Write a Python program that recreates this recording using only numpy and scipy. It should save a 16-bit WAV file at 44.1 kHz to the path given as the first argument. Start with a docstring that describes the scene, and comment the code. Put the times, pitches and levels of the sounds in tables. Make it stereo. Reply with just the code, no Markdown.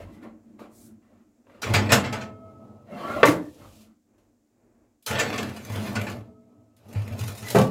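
"""A quiet kitchen hums while a pan stirs faintly on a wooden board; then iron pans slide onto a wire oven rack.
Rough noise and struck modes make the wires scrape, chatter and clank; the rack booms and some wires ring on.
Between them a second pan is dragged off the board, which drops back: noise through wood and panel modes.
A tea towel rustles as coloured noise; at the end the rack is pushed home against the oven wall."""
import sys
import numpy as np
from scipy import signal
from scipy.fft import rfft, irfft, next_fast_len
from scipy.io import wavfile
from scipy.ndimage import uniform_filter1d, map_coordinates

SR = 44100
rng = np.random.default_rng(int(sys.argv[2]) if len(sys.argv) > 2 else 0)


def dump(signal):
    """Clip the signal to [-1, 1] and save it as 16-bit WAV at the path in sys.argv[1]."""
    limited = np.clip(np.atleast_2d(signal).T, -1, 1)
    pcm = np.round(limited * 32767).astype(np.int16)
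    wavfile.write(sys.argv[1], SR, pcm)


N = 339922

# Levels in dB are relative: each source adds its own offset.

# Kitchen hum and microphone hiss over time [time_s, hum_db, hiss_db]
HUM_LEVELS = [(0.0, -53.5, -77), (7.71, -67, -80)]
# Hum spectrum [freq_hz, gain_db]
HUM_COLOUR = [(18, -39), (30, 0.5), (58, -5), (70, -28.5), (86, -5), (108, -7.5), (168, -23.5), (247, -2),
              (266, -23.5), (303, -9.5), (415, -17), (672, -19), (794, -25.5), (1570, -34.5), (2500, -39),
              (3250, -54.5), (5500, -120)]
# Wavering tones of the hum [freq_hz, width_hz, gain_db]
DRONE_MODES = [(222, 11, -7), (247, 7, -1), (296, 5.4, -2.5)]
DRONE_DB = -6.5
# Hiss spectrum [freq_hz, gain_db]
HISS_COLOUR = [(880, -33.5), (1500, -5.5), (3180, -10), (3380, -9), (4120, -9), (7240, -1.5), (9370, -12.5),
               (13300, -13.5), (16000, -13.5)]
# Decay of the room's answer [freq_hz, t60_s]
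KITCHEN_DECAY = [(150, 0.5), (1000, 0.3), (10000, 0.083)]

# Towel spectrum, also used for the rattle of thumps [freq_hz, gain_db]
CLOTH_COLOUR = [(1470, -27.5), (2500, 1.5), (4550, 0), (7470, -1.5), (8600, -5.5), (11900, -6),
                (15200, -10), (16000, -16)]
# Towel moving alone; the sharp one at 3.247 s is the rattle just after the board knocks
# [start_s, rise_s, hold_s, level_db]
RUSTLES = [(0.094, 0.036, 0.023, -67.5), (3.247, 0.0066, .04, -34.5), (3.378, 0.042, 0.24, -61.5),
           (3.597, 0.088, 0.15, -59)]
GRIP_DB, CLOTH_T60_S = -20, 0.24  # towel round the handle, against the rub
# One quick brush of cloth [start_s, rise_s, hold_s, level_db]
BRUSH_STROKE = (.69, .07, .115, -57)
BRUSH_T60_S = 0.17
# Brush spectrum [freq_hz, gain_db]
BRUSH_COLOUR = [(1760, -46), (3000, -20), (3310, -11.5), (7460, -1), (12300, -7), (16000, -11)]

# Pans moved on the board [start_s, rise_s, hold_s, rub_db, hob_panels_db, worktop_rumble_db]
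RUBS = [(0, 0.00088, 0.02, -46, -41, -37.5), (0.057, 0.013, 0.11, -55.5, -47, -75),
        (0.199, 0.033, 0.0091, -45, -42, -61), (0.397, 0.1, 0.055, -76, -48, -64),
        (.58, 0.016, 0.044, -47.5, -52, -68), (0.735, 0.074, 0.1, -66.5, -48.5, -57),
        (1.0, 0.027, 0.18, -65.5, -60.5, -70), (1.437, 0.071, 0.085, -55, -62, -66.5),
        (2.844, .14, 0.12, -37, -41, -53.5), (2.978, 0.14, 0.096, -31.5, -41, -39.5),
        (3.277, 0.013, 0.025, -27.5, -37, -37), (3.517, 0.1, 0.033, -50, -51, -44.5),
        (3.617, 0.053, 0.22, -63.5, -57.5, -75.5)]
RUB_T60_S, HOB_T60_S, WORKTOP_T60_S = 0.25, 0.32, 0.44
# Iron on wood, distinct modes [freq_hz, width_hz, gain_db]
RUB_MODES = [(221, 230, -3), (610, 160, 2.5), (805, 17, -1), (1070, 49, -5.5), (1384, 64, -9.5),
             (1803, 93, -14.5), (2250, 180, -15.5), (2270, 35, -17.5), (2760, 40, -15.5), (3130, 47, -25.5),
             (3390, 19, -29)]
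# Iron on wood, broad spectrum [freq_hz, gain_db]
RUB_COLOUR = [(180, -40), (300, -11.5), (453, -10.5), (547, -8.5), (997, -9), (1350, -11), (1520, -15),
              (2140, -18), (5000, -32.5), (6500, -71), (11000, -120)]
# Panels under the board [freq_hz, width_hz, gain_db]
HOB_MODES = [(177, 41, -10), (222.4, 15, 3.5), (313, 22, -2.5)]
# Worktop rumble [freq_hz, width_hz, gain_db]
WORKTOP_MODES = [(53, 47, -2.5), (95.5, 20, 1), (125, 14, -8)]
# Board knocking the hob; thumps() scales t60 per part [start_s, level_db, hollow_db, rattle_db, t60_s]
KNOCKS = [(0.143, -51, 1, -11, 0.15), (0.25, -39.5, -14, -36.5, 0.14), (0.591, -37, -29, -19, 0.3),
          (1.468, -49, -13, -28, 0.25), (1.496, -45, -12.5, -37, 0.18), (1.545, -45, -11.5, -30, .2),
          (3.2305, 3.5, -22.5, -39.5, 0.17), (3.252, -9, -7.5, -13.5, 0.23), (3.282, -16, 6, -16.5, 0.15),
          (3.31, -28.5, -0.5, -14, .2), (4.179, -61, -16, -9, 0.48)]
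# Board plate [freq_hz, width_hz, gain_db]
BOARD_MODES = [(527, 85, -2), (618, 51, -10), (885, 45, -7.5), (1154, 26, -6), (1556, 20, -18.5),
               (2075, 45, -13), (2330, 25, -20.5), (2800, 28, -30.5)]
# Hollow under the board [freq_hz, width_hz, gain_db]
HOLLOW_MODES = [(127, 9, -2), (174, 9.6, -9), (250, 20, -12), (302, 23, 0), (515, 8, -15)]

# Rack meeting the oven wall; thumps() scales t60 per part [start_s, level_db, hollow_db, rattle_db, t60_s]
STOPS = [(7.5465, -4.5, -4.5, -24, 0.092), (7.554, -7, -5, -23, 0.1), (7.561, -13, -11, -25, .12),
         (7.567, -11.5, -8, -24.5, .15), (7.588, -10.5, -5.5, -28, 0.13), (7.609, -18, -8.5, -21.5, 0.51)]
# Oven wall [freq_hz, width_hz, gain_db]
WALL_MODES = [(426, 40, 4.5), (520, 51, 2), (620, 120, -3), (800, 60, 1), (873, 35, -2), (1080, 67, -6),
              (1150, 4.9, -10), (1273, 37, -3.5), (1542, 85, -13.5), (1956, 67.4, -13.5), (2240, 45, -21.5),
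              (2490, 28, -27), (2670, 15, -18.5)]
# Oven cavity [freq_hz, width_hz, gain_db]
CAVITY_MODES = [(121.7, 14, 2), (169.9, 39, 2.5), (215, 32, 0)]

# Iron catching and singing as it drags [start_s, length_s, first_hz, last_hz, level_db]
SQUEAKS = [(0.224, 0.038, 1780, 1810, -51), (2.963, 0.14, 1103, 1150, -33.5), (3.05, 0.15, 1350, 1396, -29),
           (3.12, 0.085, 530, 608, -27), (2.895, .1, 205, 198.7, -36), (2.95, 0.14, 3110, 3144, -52),
           (3.06, 0.091, 2090, 2206, -43.5), (3.12, .11, 2740, 2800, -45), (7.44, 0.076, 2013, 2000, -36.5)]
# Something loose ticking on the hob [start_s, level_db, pitch_hz]
PINGS = [(3.274, -11, 2080), (3.4244, -46, 1770), (3.457, -37, 1780), (3.486, -47, 1810)]

# Free wires that ring on [pitch_hz, level_db, t60_s]
FREE_WIRES = [(183, -9, 1.2), (240, 3, 1.8), (301, -5, 2.5), (431, 0, 1.4), (497, -8, 1.1), (651, -5, 2.4),
              (738, -10, 1.1), (925, -9, 1.4), (1290, -4, 2.6), (2148, -3, .9), (3130, -10, .6),
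              (3176, -9, .9)]
# Blows that leave wires free to ring [start_s, level_db, tilt_db_per_octave]
FREEING_BLOWS = [(1.922, -39, 0), (6.071, -58, -6)]
DAMPED_S, DAMPING_T60_S = 2.84, 0.15  # the first ring is cut short
WAVER_DB, WAVERS_PER_S = 2.8, 30

# Rack dropping over a step in its runners [start_s, level_db, pitch_hz]
BOUNCES = [(1.703, -22, 98.5), (1.738, -14, 100), (1.745, -17.5, 126.5), (1.918, -26, 105),
           (1.921, -16, 128.7), (5.103, -31, 105), (5.699, -25.5, 105), (5.7, -33, 210.7),
           (5.757, -25.5, 104.3), (5.961, -26, 104), (6.957, -18, 99.3), (7.014, -24, 101.3),
           (7.11, -26.5, 96), (7.205, -22, 109.6), (7.238, -25.5, 106.3), (7.29, -26, 107.4),
           (7.423, -32.5, 102), (7.552, -15, 124), (7.602, -34, 122)]
BOUNCE_WIDTH_HZ = 8
# Rack bouncing on its runners [freq_hz, width_hz, gain_db]
BOOM_MODES = [(94, 17, 7.5), (131, 9.2, 7), (61.4, 27, -12.5)]
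# Oven sheets [freq_hz, width_hz, gain_db]
PANEL_MODES = [(209, 19, 3.5), (253, 4.3, 2), (294.5, 8, -1.5), (351, 29, -7)]
# Dense overtones of the oven sheets [freq_hz, gain_db]
PANEL_COLOUR = [(300, -26.5), (400, -9.5), (900, -17.5), (1400, -27), (2200, -54), (4000, -79.5)]
BOOM_T60_S, PANELS_T60_S = 0.53, 0.5
LOAD_LAG_S = 0.036  # the weight arrives late: longer rise, shorter hold
PANELS_DB, CLANK_PANELS_DB = -0.5, -25.5  # panels against the load; panels against a clank

# Iron pushed along the wires [start_s, rise_s, hold_s, scrape_db, grit_db, rack_load_db]
PUSHES = [(1.621, 0.018, 0.12, -33.5, -50, -28), (1.739, 0.026, 0.22, -34.5, -62, -29),
          (2.008, 0.015, 0.17, -40.5, -64.5, -34), (2.296, .1, 0.43, -89, -89.5, -50),
          (5.059, 0.0123, 0.049, -27.5, -43.5, -30.5), (5.161, 0.015, 0.11, -29, -49.5, -36),
          (5.296, 0.025, 0.17, -36, -51.5, -36.5), (5.455, 0.089, 0.17, -44.5, -53, -43),
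          (5.657, 0.085, 0.14, -36, -45, -32), (5.886, 0.027, 0.21, -40.5, -51, -35),
          (6.205, 0.21, 0.35, -84, -90.5, -62.5), (6.758, .17, 0.024, -54, -59.5, -40),
          (6.944, 0.018, 0.28, -48, -56.5, -44.5), (7.157, .03, 0.12, -44.5, -46, -48),
          (7.328, 0.035, 0.1, -46.5, -48, -45.5), (7.424, 0.063, 0.066, -38.5, -40.5, -35.5),
          (7.547, .015, 0.041, -32.5, -40, -25)]
RISE_DB, SCRAPE_T60_S = 19.5, 0.28  # every stroke swells from RISE_DB below its level
SLIPS_PER_S, SLIP_SIZE, SLIP_DECAY_S = 45, 1.2, 0.005  # mean size against the even scrape; time constant
# Wires damped by the pan [freq_hz, width_hz, gain_db]
WIRE_MODES = [(470, 59, -4), (852.7, 19, 3.5), (1100, 166, -1.5), (1480, 40, 0.5), (1747.5, 40, 1),
              (2089, 78, -5.5), (2316, 51, -4.5), (2484, 15, -0.5), (2645, 22, -3), (2890, 26, -8.5),
              (3280, 55, -12), (3500, 120, -12.5), (4080, 30, -9.5), (4430, 20, -7), (4800, 75, -14),
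              (5420, 23, -11.5), (6350, 27, -16), (6770, 45, -18.5), (7300, 29, -14.5), (7820, 36, -12),
              (8400, 29, -23)]
# Wire modes too close to tell apart [freq_hz, gain_db]
WIRE_COLOUR = [(100, -41), (170, -15.5), (216, -10), (392, -13), (435, -2.5), (560, -7.5), (838, -12),
               (2450, -11.5), (6000, -30), (7800, -45), (13200, -120)]
# Grit spectrum [freq_hz, gain_db]
GRIT_COLOUR = [(1760, -31.5), (3000, -6.5), (5800, -8), (6900, -7), (8760, -9.5), (15100, -15.5),
               (16000, -29)]
# Pan striking a wire; bright parts shorten t60 [start_s, level_db, sharpness_db, chatter_t60_s]
CLANKS = [(1.6184, -23.5, -2.5, .2), (1.627, -18.5, -12.5, .2), (1.6992, -24, -19, .18),
          (1.737, -7.5, -7.5, .15), (1.745, -8.5, -11.5, .24), (1.8905, -10, -37.5, .2),
          (1.902, -12, -16.5, .15), (1.9192, -3, -4.5, 0.2), (2.045, -15.5, -17, .18),
          (2.125, -16.5, -10.5, .2), (2.2108, -26, -12.5, .2), (5.025, -63, 8, 0.21),
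          (5.0625, -25.5, 4, .25), (5.107, -21.5, -12, .15), (5.125, -20, -24.5, .15),
          (5.1505, -13.5, -40, 0.185), (5.190, -10.5, -8, 0.13), (5.196, -12.5, -10, .24),
          (5.3278, -17, -20, 0.17), (5.3775, -16, -8, 0.189), (5.7352, -32, -16, 0.2),
          (5.954, -12.5, -14.5, 0.16), (6.066, -16.5, -30, 0.143), (6.765, -60.5, 4.5, 0.21),
          (6.91, -40, -22, 0.26), (6.948, -28, -32, .18), (7.191, -29.5, -1.5, 0.12),
          (7.2759, -34, 1.5, 0.19), (7.378, -35, 1.5, .18), (7.425, -26.5, -14.5, 0.17),
          (7.459, -35, -5, 0.16), (7.5026, -31, 5.5, .18)]
CLANK_PAN_DB, PAN_SCATTER_DB = -2.5, 3  # left against right
SHEEN_HZ, SHEEN_GROWS, SHEEN_DB = 8200, 0.84, -1  # top treble follows sharpness by 1 + SHEEN_GROWS
CLANG_LOW_HZ, CLANG_HIGH_HZ, CLANG_WIDTH_HZ = 703.5, 9080, 28  # chance modes of each clank
CLANG_DB, CLANG_TILT_DB_PER_OCTAVE = -12, -0.5
CLANG_FOLLOWS = 0.46  # share of the sharpness

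# Difference of the channels against their sum [freq_hz, gain_db]
SIDE_GAIN = [(60, -14.5), (130, -18.5), (250, -12), (500, -6), (1000, -2), (4000, 0), (15000, 0)]
# Left channel against right [freq_hz, difference_db]
LEAN = [(100, -1), (400, -2.5), (2000, -1), (6000, 2.5), (10000, -5)]
TOP_HZ = 15900


def amp(db):
    """Decibels to amplitude."""
    return 10 ** (np.asarray(db) / 20)


def unit(x):
    """Scale to rms 1."""
    return x / np.sqrt(np.mean(x ** 2) + 1e-20)


def along(points, hz):
    """Interpolate (Hz, value) points on a log-frequency axis."""
    f, v = np.transpose(points)
    return np.interp(np.log(hz + 1), np.log(f + 1), v)


def left_right(db):
    """Channel gains for a left-against-right difference."""
    return amp([[db / 2], [-db / 2]])


def gains(points):
    """One gain per sample for each dB column, linear in dB between points."""
    t = np.arange(N) / SR
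    times, *columns = np.transpose(points)
    return [amp(np.interp(t, times, db, -150, -150)) for db in columns]


def wobble(rate, channels=1):
    """Smooth random curves through `rate` knots a second."""
    steps = np.arange(0, N + 32, 32)
    knots = rng.standard_normal((channels, int(N * rate / SR) + 4))
    curves = [map_coordinates(k, [steps * rate / SR]) for k in knots]
    return np.array([np.interp(np.arange(N), steps, curve) for curve in curves])


def filtered(x, response):
    """Apply a complex response of frequency."""
    size = next_fast_len(N + SR // 2)
    spectrum = rfft(x, size) * response(np.fft.rfftfreq(size, 1 / SR))
    return irfft(spectrum, size)[..., :N]


def modes(table):
    """Causal response of parallel resonances with alternating signs."""
    def response(f):
        total = 0
        for k, (centre, width, db) in enumerate(table):
            damping = 1j * f * width
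            total = total + (-1) ** k * amp(db) * damping / (centre ** 2 - f ** 2 + damping)
        return total
    return response


def colour(points):
    """Minimum-phase response with the given gains, by folding the cepstrum."""
    def response(f):
        cepstrum = irfft(np.log(amp(along(points, f))))
        cepstrum[1:len(f) - 1] *= 2
        return np.exp(rfft(cepstrum[:len(f) - 1], 2 * len(f) - 2))
    return response


def above(hz):
    """Soft step from 0 to 1 round a frequency."""
    return lambda f: 1 / (1 + (hz / (f + 1)) ** 16)


def rough(rough_db, rate):
    """Stereo noise whose strength stumbles as small contacts come and go."""
    return rng.standard_normal((2, N)) * unit(amp(rough_db * wobble(rate)))


def body(force, response, rough_db=3, rate=60):
    """A force envelope on rough noise drives a body; force 1 gives rms 1."""
    def level_response(f):
        h = response(f)
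        return h / np.sqrt(np.mean(np.abs(h) ** 2))
    return filtered(force * rough(rough_db, rate), level_response)


def strokes(start, rise, hold, db, t60):
    """Envelope of strokes: swell, hold, die away; overlaps add in power."""
    power, t = np.zeros(N + 2 * SR), np.arange(3 * SR // 2) / SR
    for s, up, on, level in zip(*np.broadcast_arrays(np.atleast_1d(start), rise, hold, db)):
        up, on = max(up, 0.001), max(on, 0)
        swell_db = -RISE_DB * np.maximum(1 - t / up, 0)
        fade_db = -60 * np.maximum(t - up - on, 0) / t60
        first = max(round(s * SR), 0)
        power[first:first + len(t)] += amp(level + swell_db + fade_db) ** 2 * np.minimum(2 * t / up, 1)
    return np.sqrt(power[:N])


def blows(times, db, t60, pan_db=0, rise=0.0019):
    """Envelope of blows: a quick rise, then dying chatter."""
    out, t = np.zeros((2, N + SR)), np.arange(SR // 2) / SR
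    for s, level, life, pan in zip(*np.broadcast_arrays(times, db, t60, pan_db)):
        shape = amp(level - 60 * t / max(life, 0.01)) * (1 - np.exp(-t / rise))
        first = round(s * SR)
        out[:, first:first + len(t)] += shape * left_right(pan)
    return out[:, :N]


def struck(times, db, pan_db, table, scatter_db, size=SR // 5):
    """Each blow lands elsewhere: modes take new strengths and new phases in the two channels."""
    out, t = np.zeros((2, N + SR)), np.arange(size) / SR
    hz, width, level = np.transpose(table)[:, :, None]
    for s, peak, pan in zip(*np.broadcast_arrays(times, db, pan_db)):
        strength = amp(level + scatter_db * rng.standard_normal(hz.shape))
        decay = np.exp(-np.pi * width * t) * (1 - np.exp(-t / 0.00085)) ** 2
        phase = rng.normal(0, 1, (2, len(hz), 1)) * np.minimum(hz / 1500, 1.5)
        ring = (strength * decay * np.sin(2 * np.pi * hz * t + phase)).sum(axis=1)
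        first = round(s * SR)
        out[:, first:first + size] += amp(peak) * left_right(pan) * ring / np.linalg.norm(amp(level))
    return out[:, :N]


def shifting(x, depth_db):
    """As the contact moves, patches of modes swell and fade."""
    z = signal.stft(x, nperseg=512)[2]
    field = rng.standard_normal(z.shape[1:])
    field = uniform_filter1d(field, size=2, axis=0)  # across frequency
    field = uniform_filter1d(field, size=9, axis=1)  # across time
    return signal.istft(z * unit(amp(depth_db * unit(field))), nperseg=512)[1][:, :N]


def hum():
    """Appliances drone to the right through narrow modes; the microphones hiss."""
    hum_gain, hiss_gain = gains(HUM_LEVELS)
    broad = body(hum_gain, colour(HUM_COLOUR), rough_db=4.5, rate=7.8)
    drone = amp(DRONE_DB) * body(hum_gain, modes(DRONE_MODES), rough_db=3, rate=5)
    hiss = body(hiss_gain, colour(HISS_COLOUR), rough_db=0, rate=10)
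    return amp([[-3], [2.5]]) * (broad + drone + hiss)


def kitchen(x):
    """Room answer: noise in which each frequency dies at its own speed."""
    hz, t, z = signal.stft(rng.standard_normal((2, SR // 2)), SR, nperseg=256)
    fade = amp(-60 * t / along(KITCHEN_DECAY, hz)[:, None])
    tail = signal.istft(z * fade, SR, nperseg=256)[1]
    return signal.fftconvolve(x, tail / np.linalg.norm(tail[0]), axes=1)[:, :N]


def towel():
    """Soft noise on the right: cloth rustles with and between pan moves, a rattle after the knock, a bright brush."""
    *timing, rub_db = np.transpose(RUBS)[:4]
    gripped = strokes(*timing, rub_db + GRIP_DB, CLOTH_T60_S)
    separate = strokes(*np.transpose(RUSTLES), CLOTH_T60_S)
    rustle = body(np.hypot(gripped, separate), colour(CLOTH_COLOUR), rough_db=0.75, rate=60)
    brush = body(strokes(*BRUSH_STROKE, BRUSH_T60_S), colour(BRUSH_COLOUR), rough_db=1.2, rate=25)
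    return amp([[-3], [2.5]]) * (rustle + brush)


def thumps(table, plate, hollow):
    """A heavy thing lands: plate, hollow and rattle each die at their own speed."""
    s, db, hollow_db, rattle_db, t60 = np.transpose(table)

    def plate_response(f):
        ringing = modes(plate)(f) / (1 + 1j * f / 3000) ** 2
        broad = 1j * f / (300 + 1j * f) / (1 - (f / 2400) ** 2 + 1.3j * f / 2400) ** 2
        return ringing + amp(-19) * broad

    contact = np.hypot(blows(s, db - 15, t60, rise=0.0059), blows(s, db - 3, 0.049, rise=0.0004))
    knock = body(contact, plate_response, rough_db=2.5, rate=110)
    knock += struck(s, db - 6, 0, plate, scatter_db=2.5)
    low = body(blows(s, db + hollow_db - 2.5, 0.87 * t60, rise=0.0039), modes(hollow))
    low += struck(s, db + hollow_db - 5, 0, hollow, scatter_db=0.5)
    chatter = blows(s + 0.001, db + rattle_db - 2.5, 0.75 * t60)
    rattle = body(chatter, colour(CLOTH_COLOUR), rough_db=1.5, rate=76)
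    return knock + low + rattle


def board():
    """Iron rubs over wood, shaking the hob panels and the worktop; the board knocks the hob."""
    *timing, rub_db, hob_db, rumble_db = np.transpose(RUBS)
    rub = strokes(*timing, rub_db, RUB_T60_S)
    panels = strokes(*timing, hob_db, HOB_T60_S)
    rumble = strokes(*timing, rumble_db, WORKTOP_T60_S)
    iron = amp(-1.5) * body(rub, modes(RUB_MODES), rough_db=4)
    iron += amp(-3) * body(rub, colour(RUB_COLOUR), rough_db=0, rate=75)
    low = body(panels, modes(HOB_MODES), rough_db=3, rate=18)
    low += body(rumble, modes(WORKTOP_MODES), rough_db=1.5, rate=31)
    return shifting(iron, depth_db=4) + low + thumps(KNOCKS, BOARD_MODES, HOLLOW_MODES)


def oven_wall():
    """The rack stops against the wall: sheet modes over a low cavity."""
    return thumps(STOPS, WALL_MODES, CAVITY_MODES)


def squeaks():
    """Dragged iron sings in narrow wavering bands that glide; a loose thing ticks."""
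    sing = np.zeros((2, N + SR))  # in phase, in quadrature
    for s, length, first_hz, last_hz, db in SQUEAKS:
        u = np.linspace(0, 1, round(length * SR))
        phase = 2 * np.pi * np.cumsum(first_hz + (last_hz - first_hz) * u) / SR
        first = round(s * SR)
        sing[:, first:first + len(u)] += amp(db) * np.sin(np.pi * u) * [np.sin(phase), np.cos(phase)]
    out = sing[0, :N] * (0.4 + 0.55 * wobble(120, channels=2))
    out += sing[1, :N] * 0.65 * wobble(120, channels=2)
    for s, db, hz in PINGS:
        out += struck([s], db, 0, [(hz, 85, 0)], scatter_db=5.5)
    return out


def free_wires():
    """Undamped wires ring on after a blow, each fluttering in level and phase."""
    t, out = np.arange(N) / SR, np.zeros((2, N))
    since = t - DAMPED_S
    damping_db = np.where(since < 2, -60 * np.maximum(since, 0) / DAMPING_T60_S, 0)  # lifts after 2 s
    for hz, db, t60 in FREE_WIRES:
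        fade = 0
        for s, level, tilt_db in FREEING_BLOWS:
            start_db = level + db + tilt_db * np.log2(hz / 1000)
            fade = fade + (t > s) * amp(start_db - 60 * np.abs(t - s) / t60)
        phase = rng.normal(0, 0.59, (2, 1)) + 0.67 * wobble(WAVERS_PER_S)
        flutter = amp(damping_db + WAVER_DB * wobble(WAVERS_PER_S))
        out += fade * flutter * np.sin(2 * np.pi * hz * t + phase)
    return out


def rack_low(s, db):
    """The late load booms the rack and shakes the oven sheets; steps in the runners add thuds."""
    start, rise, hold, _, _, load_db = np.transpose(PUSHES)
    timing = start, rise + LOAD_LAG_S, hold - LOAD_LAG_S
    boom = strokes(*timing, load_db, BOOM_T60_S)
    pushed = strokes(*timing, load_db + PANELS_DB, PANELS_T60_S)
    panels = np.hypot(pushed, blows(s, db + CLANK_PANELS_DB, 0.37, rise=0.011))

    def panel_response(f):
        return modes(PANEL_MODES)(f) + colour(PANEL_COLOUR)(f)

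    low = body(boom, modes(BOOM_MODES), rough_db=1.5, rate=24)
    low = low + body(panels, panel_response, rough_db=2.5, rate=21)
    for t, level, hz in BOUNCES:
        low += struck([t], level, 0, [(hz, BOUNCE_WIDTH_HZ, 0)], scatter_db=0)
    return low


def clang(times, db, pan_db, count):
    """Each clank wakes its own crowd of short metal modes at chance pitches."""
    out = np.zeros((2, N))
    for s, level, pan in zip(times, db, pan_db):
        hz = np.exp(rng.uniform(np.log(CLANG_LOW_HZ), np.log(CLANG_HIGH_HZ), count))
        width = np.full(count, CLANG_WIDTH_HZ)
        table = np.transpose([hz, width, CLANG_TILT_DB_PER_OCTAVE * np.log2(hz / 1000)])
        out += struck([s], level + CLANG_DB, pan, table, scatter_db=3, size=SR // 8)
    return out


def catch_and_slip():
    """The pan catches at random; each slip kicks the scrape and decays."""
    slips = (rng.random(N) < SLIPS_PER_S / SR) * rng.exponential(SLIP_SIZE, N)
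    return unit(1 + signal.lfilter([1], [1, -np.exp(-1 / (SLIP_DECAY_S * SR))], slips))


def scraped_wires(s, db, sharp_db, chatter_t60, pan):
    """Sliding and chattering force the damped wires; grit and sheen carry the treble."""
    start, rise, hold, scrape_db, grit_db, _ = np.transpose(PUSHES)
    catching = catch_and_slip()
    scrape = catching * strokes(start, rise, hold, scrape_db, SCRAPE_T60_S)
    fizz = catching * strokes(start, rise, hold, grit_db, SCRAPE_T60_S)
    steep_db = db + (1 + SHEEN_GROWS) * sharp_db
    force = np.hypot(scrape, blows(s, db - 10.5, chatter_t60, pan, rise=0.004))
    grit = np.hypot(fizz, blows(s, db + sharp_db - 8, 0.95 * chatter_t60, pan))
    sheen = np.hypot(fizz, blows(s, steep_db - 10 + SHEEN_DB, 0.9 * chatter_t60, pan))

    def treble(f):
        return colour(GRIT_COLOUR)(f) + amp(0.5) * modes(WIRE_MODES)(f) * above(3500)(f)

    def grit_response(f):
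        return treble(f) * (1 - above(SHEEN_HZ)(f))

    def sheen_response(f):
        return treble(f) * above(SHEEN_HZ)(f)

    wires = amp(-5) * body(force, modes(WIRE_MODES), rough_db=2, rate=90)
    wires += amp(-1) * body(force, colour(WIRE_COLOUR), rough_db=2, rate=45)
    wires += body(grit, grit_response, rough_db=1, rate=130)
    wires += amp(-2.5) * body(sheen, sheen_response, rough_db=0.5, rate=150)
    # first touch of metal: a short bright spit
    flash = blows(s, steep_db - 7, 0.026, pan - 4, rise=0.0008)
    return shifting(wires, depth_db=3.5) + body(flash, colour(GRIT_COLOUR), rough_db=1)


def rack():
    """Pushes and clanks drive wires, grit, boom and panels; some wires ring free."""
    s, db, sharp_db, chatter_t60 = np.transpose(CLANKS)
    pan = CLANK_PAN_DB + PAN_SCATTER_DB * rng.standard_normal(len(s))
    scraped = scraped_wires(s, db, sharp_db, chatter_t60, pan)
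    clanks = clang(s, db + CLANG_FOLLOWS * sharp_db, pan, count=24)
    clanks += struck(s, db - 12.5, pan, WIRE_MODES, scatter_db=2.5)
    return rack_low(s, db) + free_wires() + clanks + scraped


def scene():
    """Mix; hum and towel stay out of the room's answer."""
    thuds = amp([[-1.2], [1.2]]) * (board() + oven_wall())
    near = thuds + squeaks() + rack()
    return hum() + amp(-8) * kitchen(near) + towel() + near


def record(dry):
    """Close ports hear long waves alike and lose deep bass; peaks round off at full scale; steep top limit."""
    mid = (dry[0] + dry[1]) / 2
    side = filtered((dry[0] - dry[1]) / 2, lambda f: amp(along(SIDE_GAIN, f)))

    def port_response(f):
        lean = amp(along(LEAN, f) * [[0.5], [-0.5]])
        return lean * (1j * f / (42 + 1j * f)) ** 4

    ports = filtered(np.array([mid + side, mid - side]), port_response)
    soft = ports / (1 + np.abs(ports) ** 10) ** (1 / 10)
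    return filtered(soft, lambda f: f < TOP_HZ)


dry = scene()
out = record(dry)
dump(out)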